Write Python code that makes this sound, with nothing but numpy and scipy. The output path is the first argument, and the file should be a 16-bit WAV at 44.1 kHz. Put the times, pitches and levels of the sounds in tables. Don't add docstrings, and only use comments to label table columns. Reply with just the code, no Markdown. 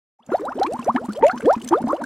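import sys
import numpy as np
from scipy import signal
from scipy.fft import rfft, irfft, next_fast_len
from scipy.io import wavfile
from scipy.ndimage import uniform_filter1d, map_coordinates

SR = 44100
rng = np.random.default_rng(int(sys.argv[2]) if len(sys.argv) > 2 else 0)


def log_audio(samples):
    frames = np.atleast_2d(samples).T
    limited = np.clip(frames, -1, 1)
    pcm = np.round(limited * 32767).astype(np.int16)
    wavfile.write(sys.argv[1], SR, pcm)


def volts_from_decibels(level):
    exponent = np.asarray(level, float) / 20
    return 10 ** exponent


N = 90537
START_S = .188


def unit(x):
    return x / np.sqrt(np.mean(x ** 2) + 1e-20)


def along(points, hz):
    point_hz, value = np.transpose(points)
    return np.interp(np.log(hz + 1), np.log(point_hz + 1), value)


def wobble(rate_hz):
    knots = rng.standard_normal(int(N * rate_hz / SR) + 4)
    return map_coordinates(knots, [np.arange(N) * rate_hz / SR])


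def filtered(x, response):
    size = next_fast_len(N + SR // 2)
    return irfft(rfft(x, size) * response(np.fft.rfftfreq(size, 1 / SR)), size)[..., :N]


def add(bus, start_s, sound, side):
    part = bus[:, max(round(start_s * SR), 0):][:, :len(sound)]
    part += np.outer([1, side], sound[:part.shape[1]])


def kitchen(x):
    # frequency in Hz, t60 in s.
    decay = [(300, .1), (10000, .06)]
    hz, t, z = signal.stft(rng.standard_normal((2, SR // 4)), SR, nperseg=256)
    fall = volts_from_decibels(-60 * t / along(decay, hz)[:, None])
    tail = signal.istft(z * fall, SR, nperseg=256)[1]
    return signal.fftconvolve(x[None], tail / np.linalg.norm(tail[0]), axes=1)[:, :N]


def steam_noise(boil, spectrum, level_db, follows, lag_s):
    z = signal.stft(rng.standard_normal((2, N)), nperseg=256)[2]
    field = uniform_filter1d(rng.standard_normal(z.shape[1:]), size=8, axis=0)
    field = uniform_filter1d(field, size=5, axis=1)
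    patchy_db = 4.5 * unit(field)
    noise = signal.istft(z * volts_from_decibels(patchy_db), nperseg=256)[1][:, :N]
    pair = noise[0] * np.array([np.ones(N), unit(wobble(25))])
    coloured = unit(filtered(pair, lambda hz: volts_from_decibels(along(spectrum, hz))))
    effort = np.abs(uniform_filter1d(unit(boil) ** 2, int(lag_s * SR))) + .003
    return volts_from_decibels(level_db) * coloured * unit(effort ** (follows / 2))


def simmer(boil):
    # frequency in Hz, density in dB per Hz.
    spectrum = [(20, -20), (80, -6), (250, -3), (1000, -5), (1600, -11), (2500, -24), (5000, -45)]
    return steam_noise(boil, spectrum, level_db=-43, follows=.42, lag_s=.016)


def fizz(spray):
    # frequency in Hz, density in dB per Hz.
    spectrum = [(900, -30), (2300, -1.5), (7000, -5), (12000, -15), (15500, -26)]
    crackle = unit(volts_from_decibels(4.5 * wobble(130)))
    return steam_noise(spray, spectrum, level_db=-57.5, follows=.3, lag_s=.03) * crackle


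def bursts(table, t60_s, attack_s, climb, gain_db, puff_db):
    bus, t = np.zeros((2, N)), np.arange(SR // 8) / SR
    f = np.fft.rfftfreq(len(t), 1 / SR) + 1
    noises = rfft(rng.standard_normal((len(table), len(t))))
    sides = rng.uniform(-1, 1, len(table))
    for (s, db, hz), noise, side in zip(table, noises, sides):
        cycles = hz * (t + climb * np.minimum(t * t / t60_s, 2 * t))
        tone = np.sin(2 * np.pi * cycles) * volts_from_decibels(-60 * t / t60_s)
        band = np.exp(-(np.log(f / hz) / .58) ** 2)
        puff_t60_s = max(.025, 15 / hz)
        puff = unit(irfft(noise * band, len(t))) * volts_from_decibels(puff_db - 60 * t / puff_t60_s)
        sound = volts_from_decibels(db + gain_db) * (tone + puff) * (1 - np.exp(-t / attack_s))
        add(bus, s - attack_s, sound, side)
    return bus


def swarm(count, hz, spread, size_db, level_db):
    luck = rng.random((count, 2))
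    start_s = START_S + luck[:, 0] * N / SR
    db = level_db - size_db * np.log(luck[:, 1] + 1e-3)
    pitch_hz = np.clip(hz * np.exp(spread * rng.standard_normal(count)), 100, SR / 3)
    return np.column_stack([start_s, db, pitch_hz])


def murmur():
    table = swarm(260, hz=650, spread=.5, size_db=3.5, level_db=-41)
    return bursts(table, t60_s=.03, attack_s=.002, climb=.15, gain_db=.1, puff_db=-4)


def spit():
    table = swarm(450, hz=5000, spread=.6, size_db=3, level_db=-64)
    return bursts(table, t60_s=.014, attack_s=.0012, climb=.06, gain_db=.1, puff_db=-4)


def sprays():
    # time in s, peak in dB, lower band over upper in dB.
    throws = [(0.2648, -50, -5), (0.3691, -47, 0), (0.407, -42, -5), (0.4529, -37, -13), (0.5237, -51, -5),
              (0.5561, -45, -8), (0.5975, -45, 13), (0.6325, -44, 18), (0.6694, -35, -13),
              (0.7238, -36, -10), (0.7352, -35, -10), (0.7564, -48, -1), (0.7941, -33, -10),
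              (0.8445, -36, -8), (0.8729, -38, -15), (0.9333, -47, -3), (0.9497, -43, 1), (0.9617, -41, 1),
              (1.044, -42, -14), (1.0515, -36, -15), (1.0584, -36, -14), (1.0929, -41, -9),
              (1.1233, -36, -6), (1.1328, -34, -6), (1.1732, -39, -3), (1.1944, -44, -9), (1.2665, -35, -2),
              (1.282, -30, -3), (1.3583, -42, -5), (1.3774, -42, -4), (1.4072, -34, -16),
              (1.4306, -40, -11), (1.4571, -37, -9), (1.4651, -39, -5), (1.5289, -32, -2),
              (1.6162, -39, -4), (1.6224, -34, -9), (1.6462, -32, -4), (1.6771, -36, 2), (1.6881, -24, -4),
              (1.737, -44, -2), (1.7843, -44, -8), (1.8178, -38, -9), (1.8811, -36, -11), (1.923, -36, -20),
              (2.0398, -34, -5)]
    # frequency in Hz, density in dB per Hz.
    high_band = [(5000, -25), (7500, -.5), (11000, -7.5), (15500, -24)]
    low_band = [(1000, -22), (2500, -.5), (6000, -2.5), (8000, -22)]
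    rise_s, t60_s, wide = .0012, .019, .5
    bus, t = np.zeros((2, N)), np.arange(SR // 20) / SR
    f = np.fft.rfftfreq(len(t), 1 / SR)
    shape = (1 - np.exp(-(t / rise_s) ** 2)) * volts_from_decibels(-60 * t / t60_s)
    noises = rfft(rng.standard_normal((len(throws), 2, len(t))))
    for (s, db, low_db), noise in zip(throws, noises):
        high = unit(irfft(noise * volts_from_decibels(along(high_band, f)), len(t)))
        low = unit(irfft(noise * volts_from_decibels(along(low_band, f)), len(t)))
        mixed = high + volts_from_decibels(low_db + 4.5) * low
        hiss = volts_from_decibels(db - 5) * shape * mixed * [[1], [wide]]
        part = bus[:, round((s - rise_s) * SR):][:, :len(t)]
        part += hiss[:, :part.shape[1]]
    return bus


def ticks():
    # time in s, peak in dB, pitch in Hz.
    table = [(0.351, -40, 3600), (0.369, -40, 4300), (0.2643, -44, 6850), (0.3217, -38, 2610),
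             (0.4529, -34, 3810), (0.521, -38, 2620), (0.5891, -34, 2980), (0.6325, -18, 4000),
             (0.6704, -31, 2660), (0.7243, -37, 2660), (0.7347, -31, 8360), (1.42, -31, 2250),
             (1.554, -28, 2450), (1.578, -36, 2000), (1.69, -30, 3200), (1.732, -30, 3100),
             (0.817, -36, 3110), (0.828, -29, 2640), (0.8454, -31, 5910), (0.9625, -32, 3060),
             (1.1328, -30, 4360), (1.1633, -31, 3120), (1.2665, -26, 6820), (1.2825, -23, 2640),
             (1.3129, -27, 4270), (1.3778, -32, 2950), (1.4576, -28, 3260), (1.5354, -27, 5450),
             (1.6167, -29, 2960), (1.6457, -30, 8210), (1.6766, -23, 6110), (1.6886, -20, 6050),
             (1.7754, -34, 3490), (1.966, -33, 2900)]
    return bursts(table, t60_s=.02, attack_s=.001, climb=.05, gain_db=-.5, puff_db=-11)


def pops():
    # time in s, peak in dB, pitch in Hz.
    table = [(0.6649, -21, 2310), (0.9625, -12, 1680), (1.2125, -20, 800), (1.267, -18, 2150),
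             (1.2975, -10, 1360), (1.4062, -23, 1460), (1.5529, -26, 1230), (1.7394, -24, 1650),
             (.293, -24, 600), (.347, -32, 1900), (.351, -30, 1300), (.393, -28, 1150), (.854, -34, 1300),
             (1.2245, -24, 1900), (1.239, -24, 2300), (1.244, -21, 1750), (1.25, -24, 1950),
             (1.3772, -27, 1480), (1.4575, -25, 1700), (1.827, -31, 1410), (1.84, -16, 560),
             (2.017, -18, 900), (2.028, -26, 560)]
    return bursts(table, t60_s=.024, attack_s=.0012, climb=.1, gain_db=-.5, puff_db=-8)


def thumps():
    # time in s, peak in dB, pitch in Hz.
    table = [(0.204, -55, 231), (0.292, -29, 231), (0.394, -28, 299), (0.485, -30, 250), (0.554, -29, 242),
             (0.574, -29, 269), (0.647, -24, 296), (0.74, -25, 242), (0.793, -23, 234), (0.891, -20, 226),
             (0.947, -21, 248), (1.017, -31, 231), (1.043, -27, 245), (1.087, -15, 205), (1.213, -22, 264),
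             (1.335, -21, 240), (1.362, -24, 226), (1.438, -21, 248), (1.567, -21, 223), (1.641, -28, 242),
             (1.664, -27, 229), (1.712, -14, 330), (1.805, -25, 231), (1.842, -14, 234), (1.999, -31, 275),
             (2.015, -26, 229)]
    return bursts(table, t60_s=.14, attack_s=.003, climb=.06, gain_db=2.5, puff_db=-8)


def risers(table, bend, top, start_db, end_db):
    bus, flutter, waver = np.zeros((2, N)), wobble(130), wobble(130)
    edge_s = .003
    for (s, end_s, low_hz, high_hz, db), luck in zip(table, rng.random((len(table), 3))):
        u = np.linspace(0, 1, round((end_s - s) * SR))
        at = (np.arange(len(u)) + int(luck[0] * N)) % N
        hz = (low_hz + (high_hz - low_hz) * u ** bend) * (1 + .026 * waver[at])
        rise_db = start_db * (1 - u / top) ** 2
        fall_db = end_db * ((u - top) / (1 - top)) ** 1.2
        swell_db = -np.where(u < top, rise_db, fall_db)
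        to_edge_s = np.minimum(u, 1 - u) * (end_s - s)
        edge = np.sin(np.pi / 2 * np.clip(to_edge_s / edge_s, 0, 1))
        tone = np.sin(2 * np.pi * (np.cumsum(hz) / SR + luck[1]))
        add(bus, s, volts_from_decibels(db + swell_db + 1.6 * flutter[at]) * edge * tone, 2 * luck[2] - 1)
    return bus


def large_bubbles():
    # start in s, end in s, first Hz, last Hz, level in dB.
    hooked = [
        (.288, .336, 520, 1270, -29),
        (.965, 1.066, 310, 1081, -31),
        (1.085, 1.115, 1150, 1537, -33),
        (.95, .99, 660, 1540, -22),
        (1.71, 1.728, 500, 1620, -20),
        (1.87, 1.91, 660, 1500, -23),
        (1.98, 2.03, 480, 1000, -27),
        (.65, .772, 280, 1080, -24),
    ]
    late = [
        (.393, .496, 390, 1480, -24),
        (.465, .535, 490, 1420, -29),
        (.555, .596, 379, 1008, -25),
        (.592, .618, 345, 708, -19),
        (1.425, 1.514, 450, 1680, -21),
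        (.362, .4, 870, 1170, -34),
    ]
    even = [(.19, .216, 740, 1219, -49), (.321, .342, 1420, 1430, -25), (1.155, 1.215, 400, 846, -23),
            (1.225, 1.253, 880, 930, -10.5), (1.45, 1.552, 215, 1030, -7.5), (1.6, 1.67, 249, 593, -39),
            (1.724, 1.746, 650, 1260, -10), (1.89, 1.936, 769, 1493, -18), (1.885, 1.925, 260, 360, -20),
            (1.905, 1.93, 330, 520, -27), (2.024, 2.055, 295, 285, -27), (2.037, 2.047, 1480, 1560, -19)]
    swelling = [
        (.862, .913, 330, 1330, -10),
        (.328, .364, 380, 930, -11),
        (.945, .969, 235, 275, -14),
        (1.283, 1.33, 1000, 1780, -23),
        (.222, .24, 2500, 3800, -56),
    ]
    fading = [(.613, .673, 720, 1250, -13), (.79, .815, 1050, 1000, -25), (.625, .645, 1200, 2100, -28),
              (1.33, 1.385, 870, 1184, -27), (1.737, 1.763, 1150, 1500, -14), (.318, .343, 340, 450, -15),
              (1.871, 1.9, 230, 290, -18), (1.724, 1.817, 330, 978, -14), (1.96, 1.981, 900, 1166, -28),
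              (1.93, 1.97, 295, 400, -24), (1.929, 1.959, 540, 800, -14.5)]
    slowing = [
        (1.225, 1.322, 300, 800, -4),
    ]
    # bubbles, bend of the climb, loudest point 0-1, start and end in dB under peak.
    kinds = [(hooked, 1.6, .75, 3, 6), (late, 2.4, .85, 5, 3), (even, 1.01, .52, 12, 16),
             (swelling, 1.25, .7, 17, 15), (fading, 1.5, .12, 2.5, 15), (slowing, .45, .24, 11, 27)]
    rings = sum(risers(*kind) for kind in kinds)
    releases = [(s, db - start_db - 11, 1000)
                for table, _, _, start_db, _ in kinds for s, *_, db in table]
    splashes = bursts(releases, t60_s=.004, attack_s=.001, climb=.1, gain_db=.1, puff_db=2.5)
    return rings + splashes


def scene():
    fine = ticks() + sprays()
    placed = large_bubbles() + thumps() + pops() + fine
    beds = simmer(placed[0]) + fizz(fine[0] + .02 * placed[0])
    t = np.arange(N) / SR - START_S
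    fade = volts_from_decibels(-29 * np.clip(1 - t / .12, 0, 1)) * (t > 0)
    chance = (spit() + murmur() + beds) * fade
    mid, side = placed + chance + volts_from_decibels(-18) * kitchen(placed[0] + chance[0])
    side = filtered(side * (t > 0), lambda f: 1j * (f / 8000) ** 1.15)
    return np.array([mid + side, mid - side]) * (t > 0)


def band_limit(x):
    return signal.sosfilt(signal.butter(12, 16640, fs=SR, output="sos"), x)


def record(dry):
    ceiling, top_hz = .95, 15850
    held = dry / (1 + np.abs(dry / ceiling) ** 6) ** (1 / 6)
    mix = filtered(held, lambda f: f < top_hz)
    return band_limit(mix)


dry = scene()
out = record(dry)
log_audio(out)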